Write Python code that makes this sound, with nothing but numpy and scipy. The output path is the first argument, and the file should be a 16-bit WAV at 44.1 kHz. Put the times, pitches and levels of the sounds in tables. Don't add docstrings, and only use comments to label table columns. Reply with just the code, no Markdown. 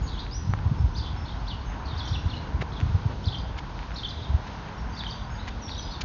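import sys
import numpy as np
from scipy import signal
from scipy.fft import rfft, irfft
from scipy.io import wavfile
from scipy.ndimage import uniform_filter1d

SR = 44100
rng = np.random.default_rng(int(sys.argv[2]) if len(sys.argv) > 2 else 0)


def int16_out(signal):
    q = np.round(np.clip(np.atleast_2d(signal).T, -1, 1) * 32767)
    wavfile.write(sys.argv[1], SR, q.astype(np.int16))


N = 266760
TIME = np.arange(N) / SR

# frequency_hz, relative_density_db
RUMBLE_SPECTRUM = [(12, -46.5), (20, -20), (35, -5), (54, 3), (141, -9.5), (226, -17), (312, -18.5),
                   (338, -22), (500, -26), (650, -45), (1100, -120)]
TYRE_SPECTRUM = [(240, -35.5), (400, -8.5), (601, -5.5), (959, 1), (1230, -7), (1530, -6), (1720, -11.5),
                 (1870, -12), (2440, -16), (3140, -16), (4660, -20), (5250, -22), (5850, -25.5),
                 (6360, -24), (7000, -36.5), (9100, -75), (15400, -120)]
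# time_s, rumble_db, tyre_db
ROAD_SWELLS = [(0.0, -32.5, -45.5), (0.35, -36, -47), (0.67, -31.5, -45.5), (1.11, -35.5, -46.5),
               (1.38, -39.5, -45), (2.85, -32.5, -45), (3.59, -38.5, -45), (4.19, -38, -45.5),
               (4.51, -39.5, -44), (5.71, -40, -44.5), (6.05, -38, -45)]
# heel_s, heel_db, heel_hz, roll_s, sole_db, sole_hz
STEPS = [(.022, -23.5, 90, .018, -22, 71), (0.498, -16.5, 106, .043, -19, 91),
         (.666, -14.5, 85, 0.054, -14, 125), (0.811, -13, 75, .03, -19.5, 108),
         (1.936, -27, 117, 0.047, -22.5, 82), (2.126, -17.5, 93, 0.046, -22.5, 81),
         (2.265, -15.5, 78.7, 0.047, -29, 89), (2.379, -20.5, 91, .026, -26.5, 90),
         (2.556, -17.5, 71, 0.056, -22.5, 114), (2.836, -16.5, 94, .026, -20.5, 101),
         (2.902, -18, 104, 0.052, -11.5, 89), (3.058, -20, 133.6, 0.0087, -17, 95),
         (4.309, -19, 74, 0.043, -13, 70)]
# time_s, level_db, pitch_hz
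WEIGHT_DROPS = [(.388, -23.5, 67), (.478, -25, 109), (.619, -26, 89.4), (.854, -16, 65.4),
                (1.135, -29.5, 68), (3.279, -16, 92)]
# start_s, end_s, level_db
SHUFFLES = [(.45, .75, -27.5), (2.05, 2.85, -35)]
# start_s, length_s, start_hz, held_hz, relative_db
WHISTLES = [(0.024, 0.063, 7150, 6500, -50), (0.311, 0.025, 4560, 5180, -39),
            (0.329, 0.076, 4350, 5920, -39), (.78, 0.036, 5400, 5280, -51.5),
            (1.162, .086, 5350, 5320, -53), (1.654, 0.063, 6430, 6340, -55.5),
            (2.0, 0.23, 5540, 5560, -53.5), (4.778, 0.032, 5730, 5500, -51.5),
            (4.917, 0.11, 4800, 4720, -48), (4.89, .07, 6300, 6200, -57.5), (5.124, 0.089, 6100, 6060, -63),
            (5.299, 0.077, 6600, 6530, -55), (5.301, .02, 5280, 5250, -49), (5.347, .02, 4840, 4830, -49),
            (5.617, 0.086, 6300, 5570, -42.5), (5.779, .034, 6120, 5900, -41.5),
            (5.82, 0.077, 5300, 4960, -42.5)]
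# top_s, length_s, top_hz, level_db
CHIRPS = [(0.97, 0.061, 4940, -38.5), (1.036, 0.068, 3530, -46), (1.267, 0.048, 4340, -46.5),
          (1.306, 0.037, 3850, -45.5), (1.485, 0.055, 4300, -39), (1.982, 0.058, 4730, -39.5),
          (2.057, 0.044, 3520, -41), (2.085, 0.023, 5200, -37.5), (2.136, .03, 4150, -36),
          (2.298, .04, 4230, -41), (2.728, 0.027, 4400, -47), (2.758, 0.035, 3880, -44),
          (4.232, 0.054, 3960, -45.5), (5.7, 0.061, 4540, -40.5), (5.77, 0.052, 3910, -39.5),
          (5.917, 0.068, 4580, -43)]
# top_delay_s, length_s, top_hz
CHIRRUP_ARCHES = [(0, .056, 4570), (0.075, .036, 3498), (0.124, .044, 4900), (.208, .05, 3870)]
# first_top_s, then level_db for each of the four arches
CHIRRUPS = [(3.26, -38, -33.5, -46.5, -56), (3.97, -40.5, -30, -43, -48), (4.981, -37.5, -38.5, -39.5, -51)]
# start_s, level_db
BUZZES = [(0.059, -44), (.99, -50), (1.85, -45), (5.795, -47)]
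# start_s, length_s, start_hz, end_hz, level_db
SLURS = [(0.173, .048, 3190, 4460, -41.5), (0.188, 0.023, 4070, 5080, -45), (1.51, 0.03, 3346, 2760, -38.5),
         (2.147, 0.02, 3170, 2620, -39.5), (2.33, .035, 2880, 2895, -39), (2.358, .025, 3930, 4220, -41),
         (5.383, .03, 3490, 4230, -47.5), (5.498, 0.016, 3200, 3880, -47)]
# start_s, relative_db, pitch_hz
SNAPS = [(.266, -24, 1900), (0.5369, -11, 1200), (.5893, -23.5, 1350), (2.6237, -17, 530),
         (2.8023, -19, 2300), (2.812, -21.5, 2100), (3.791, -23.5, 1900), (3.83, -26.5, 2200),
         (3.907, -23, 1300), (3.918, -24.5, 1700), (4.687, -23.5, 1800), (5.037, -18.5, 2100),
         (5.479, -24, 1800), (5.491, -33, 2600), (5.694, -22.5, 2070)]
# start_s, length_s (capped at 0.1), level_db, brightness_hz
SCUFFS = [(1.678, 0.098, -49, 1700), (2.606, 0.027, -36, 2400), (3.081, 0.066, -44, 1200),
          (3.573, 0.027, -41, 3200), (3.773, 0.14, -54, 2520), (4.463, 0.027, -47.5, 2970),
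          (5.47, 0.028, -41, 3330), (6.005, 0.021, -35, 4970)]
# firing_multiple, relative_db
EXHAUST_ORDERS = [(4, -2), (5, 3), (6, -1.5), (7, -16.5)]


def undb(db):
    return 10 ** (np.asarray(db) / 20)


def unit(x):
    return x / np.sqrt(np.mean(x ** 2))


def add(out, start_s, x):
    i = max(int(start_s * SR), 0)
    out[i:i + len(x)] += x[:max(N - i, 0)]


def band(x, low_hz, high_hz, order=2):
    sos = signal.butter(order, [low_hz, min(high_hz, .45 * SR)], "band", fs=SR, output="sos")
    return signal.sosfilt(sos, x)


def wander(rate_hz):
    hold = int(SR / rate_hz)
    levels = np.repeat(rng.standard_normal(N // hold + 2), hold)
    return unit(uniform_filter1d(uniform_filter1d(levels, hold), hold)[:N])


def murmur(spectrum, flicker_db, flicker_hz):
    hz, db = np.transpose(spectrum)
    octave = np.log2(np.arange(N // 2 + 1) * SR / N + 1)
    coloured = rfft(rng.standard_normal(N)) * undb(np.interp(octave, np.log2(hz), db))
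    bands = (irfft(coloured * np.clip(1 - abs(octave - k), 0, 1), N) for k in range(3, 15))
    return unit(sum(x * undb(flicker_db * wander(flicker_hz)) for x in bands))


def traffic(rumble_db=-33.5, tyre_db=-43, rumble_swing=0.52, tyre_swing=0.8):
    times, *levels = np.transpose(ROAD_SWELLS)
    rumble_swell, tyre_swell = (np.interp(TIME, times, db - np.median(db)) for db in levels)
    rumble = murmur(RUMBLE_SPECTRUM, flicker_db=-1.63, flicker_hz=2.96)
    tyres = murmur(TYRE_SPECTRUM, flicker_db=1.4, flicker_hz=7)
    return (rumble * undb(rumble_db + rumble_swing * rumble_swell)
            + tyres * undb(tyre_db + tyre_swing * tyre_swell))


def foot_blows(knock_gap_s=.055, knock_hz=130, scatter_db=2, scatter_octaves=0.51):
    blows = list(WEIGHT_DROPS)
    for heel_s, heel_db, heel_hz, roll_s, sole_db, sole_hz in STEPS:
        blows += [(heel_s, heel_db, heel_hz), (heel_s + roll_s, sole_db, sole_hz)]
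    for start_s, end_s, db in SHUFFLES:
        chance = rng.standard_normal(size=(40, 3))
        for due_s, (late, loud, high) in zip(np.arange(start_s, end_s, knock_gap_s), chance):
            hz = knock_hz * 2 ** (scatter_octaves * high)
            blows.append((due_s + late * knock_gap_s / 4, db + scatter_db * loud, hz))
    return blows


def footfalls(width_cycles=0.7, shudder_db=-19, shudder_s=0.025, edge_db=-13, edge_ratio=1.708):
    out, t = np.zeros(N), np.arange(-SR // 50, SR // 6) / SR
    for time_s, db, hz in foot_blows():
        phase = 2 * np.pi * hz * t
        envelope = np.exp(-.5 * (t * hz / width_cycles) ** 2)
        push = (undb(edge_db) * np.sin(edge_ratio * phase) - np.cos(phase)) * envelope
        ground = unit(band(rng.standard_normal(len(t)), 33, 150, order=3))
        shudder = undb(shudder_db) * ground * np.exp(-abs(t) / shudder_s)
        add(out, time_s + t[0], undb(db) * (push + shudder))
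    return out


def song(notes, waver, rasp, strain, flutter_db, upper_db, upper_ratio, aim):
    direct, spread = np.zeros(N), np.zeros(N)
    tremble, flutter = wander(900), wander(300)
    usual_db = np.median([db for _, _, db, _ in notes])
    for start_s, pitch_hz, db, shading_db in notes:
        n, i = len(pitch_hz), int(abs(start_s) * SR)
        depth = waver + rasp * n / SR * (pitch_hz / pitch_hz.min()) ** strain
        hz = pitch_hz * (1 + depth * np.resize(tremble[i:i + n], n))
        phase = 2 * np.pi * np.cumsum(hz) / SR
        swell = np.sin(np.pi * np.linspace(0, 1, n)).clip(0) ** 0.42
        gain = undb(db + shading_db + flutter_db * np.resize(flutter[i:i + n], n))
        note = swell * gain * (np.sin(phase) + undb(upper_db) * np.sin(upper_ratio * phase))
        add(direct, start_s, note)
        add(spread, start_s, note * undb(aim * (usual_db - db) - shading_db))
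    return direct, spread


def trees(x, wet_db, t60_s, far_db, far_s=.13):
    t = np.arange(SR) / SR
    near = (1 - np.exp(-t / 0.0084)) * undb(-60 * t / t60_s)
    far = undb(far_db) * np.exp(-.5 * ((t - far_s) / 0.022) ** 2)
    wet = 0
    for k in range(3):
        echoes = rng.standard_normal(SR) * rng.exponential(size=SR) * (near + far)
        share = np.sqrt(2 / 3) * np.cos(TIME + k * np.pi / 3)
        wet = wet + signal.fftconvolve(x * share, echoes / np.linalg.norm(echoes))[:N]
    return undb(wet_db) * wet


def piping_bird(settle_s=0.01, fade_db=-3):
    notes = []
    for start_s, length_s, start_hz, held_hz, db in WHISTLES:
        t = np.arange(int(length_s * SR)) / SR
        pitch_hz = held_hz + (start_hz - held_hz) * np.exp(-t / settle_s)
        notes.append((start_s, pitch_hz, db, fade_db * (t / length_s - .5)))
    direct, spread = song(notes, waver=.005, rasp=0.086, strain=.3, flutter_db=3,
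                          upper_db=-25.5, upper_ratio=2, aim=0.12)
    return direct + trees(spread, wet_db=-3.5, t60_s=.45, far_db=-16)


def glide(length_s, start_hz, end_hz):
    return np.geomspace(start_hz, end_hz, int(length_s * SR))


def chirp(top_s, length_s, top_hz, db, rise_share=.33, top_dip_db=-4, lead_s=0.033, lead_db=-15):
    climb = np.interp(np.linspace(0, 1, int(length_s * SR)), [0, rise_share, 1], [0, 1, 0])
    height = np.sin(np.pi / 2 * climb) ** 3.2
    foot_hz = 3260 * (top_hz / 4004) ** 0.35
    arch_hz = foot_hz + (top_hz - foot_hz) * height
    lead = (top_s - lead_s, glide(0.02, 1.12 * top_hz, 1.3 * top_hz), db + lead_db, 0)
    arch = (top_s - rise_share * length_s, arch_hz, db, top_dip_db * (height - .5))
    return [lead, arch]


def sparrows():
    notes = []
    for first_top_s, *levels in CHIRRUPS:
        for (delay_s, length_s, top_hz), db in zip(CHIRRUP_ARCHES, levels):
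            notes += chirp(first_top_s + delay_s, length_s, top_hz, db)
    for row in CHIRPS:
        notes += chirp(*row)
    for start_s, db in BUZZES:
        notes.append((start_s, glide(length_s=.11, start_hz=4650, end_hz=3150), db, 0))
    for start_s, length_s, start_hz, end_hz, db in SLURS:
        notes.append((start_s, glide(length_s, start_hz, end_hz), db, 0))
    direct, spread = song(notes, waver=0.016, rasp=.4, strain=1.4, flutter_db=3.5,
                          upper_db=-16, upper_ratio=1.28, aim=0.23)
    return direct + trees(spread, wet_db=-1.6, t60_s=.34, far_db=-17.5)


def crumbs(count=6, span_s=(3.1, 5.7), relative_db=-35.5, pitch_hz=2000):
    return [(np.interp(when, [-1, 1], span_s), relative_db + 3 * loud, pitch_hz * 2 ** (.3 * high))
            for when, loud, high in rng.uniform(-1.1, 1.1, size=(count, 3))]


def grit(rise_cycles=0.28, crack_db=-15, crack_s=0.002):
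    out, t = np.zeros(N), np.arange(SR // 30) / SR
    for start_s, db, hz in SNAPS + crumbs():
        age = t * hz / rise_cycles
        ring = np.sin(2 * np.pi * hz * t) * age * np.exp(1 - age)
        crack = unit(band(rng.standard_normal(len(t)), .5 * hz, 1.87 * hz)) * np.exp(-t / crack_s)
        add(out, start_s, undb(db) * (ring + undb(crack_db) * crack))
    return out


def scuffs(spread_db=0.5):
    out = np.zeros(N)
    for start_s, length_s, db, hz in SCUFFS:
        grains = rng.standard_normal(SR // 10) * undb(spread_db * rng.exponential(size=SR // 10))
        n = int(min(length_s, .1) * SR)
        scrape = band(grains[:n], 0.3 * hz, 1.13 * hz) * np.hanning(n) ** .5
        add(out, start_s, undb(db) * unit(scrape))
    return out


def engine(nearest_s=5.03, nearest_hz=41.73, climb_hz_per_s=2.9, level_db=-42, stay_s=0.27):
    t = TIME - nearest_s
    firing_hz = (nearest_hz + climb_hz_per_s * t) * (1 + 0.009 * wander(10))
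    phase = 2 * np.pi * np.cumsum(firing_hz) / SR
    exhaust = sum(undb(db + 2.1 * wander(4.2)) * np.sin(order * phase) for order, db in EXHAUST_ORDERS)
    relative_distance = np.hypot(1, t / stay_s)
    return unit(exhaust) * undb(level_db) / relative_distance


def scene():
    feet = footfalls() + undb(-2.5) * grit() + scuffs()
    birds = undb(0.04) * sparrows() + undb(-1.5) * piping_bird()
    road = traffic() + engine()
    return (feet + birds + road)[None]


def record(dry, low_hz=24, top_hz=6950):
    low_cut = signal.butter(2, low_hz, "high", fs=SR, output="sos")
    top_cut = signal.ellip(10, .2, 75, top_hz, fs=SR, output="sos")
    return signal.sosfilt(top_cut, signal.sosfiltfilt(low_cut, dry))


dry = scene()
out = record(dry)
int16_out(out)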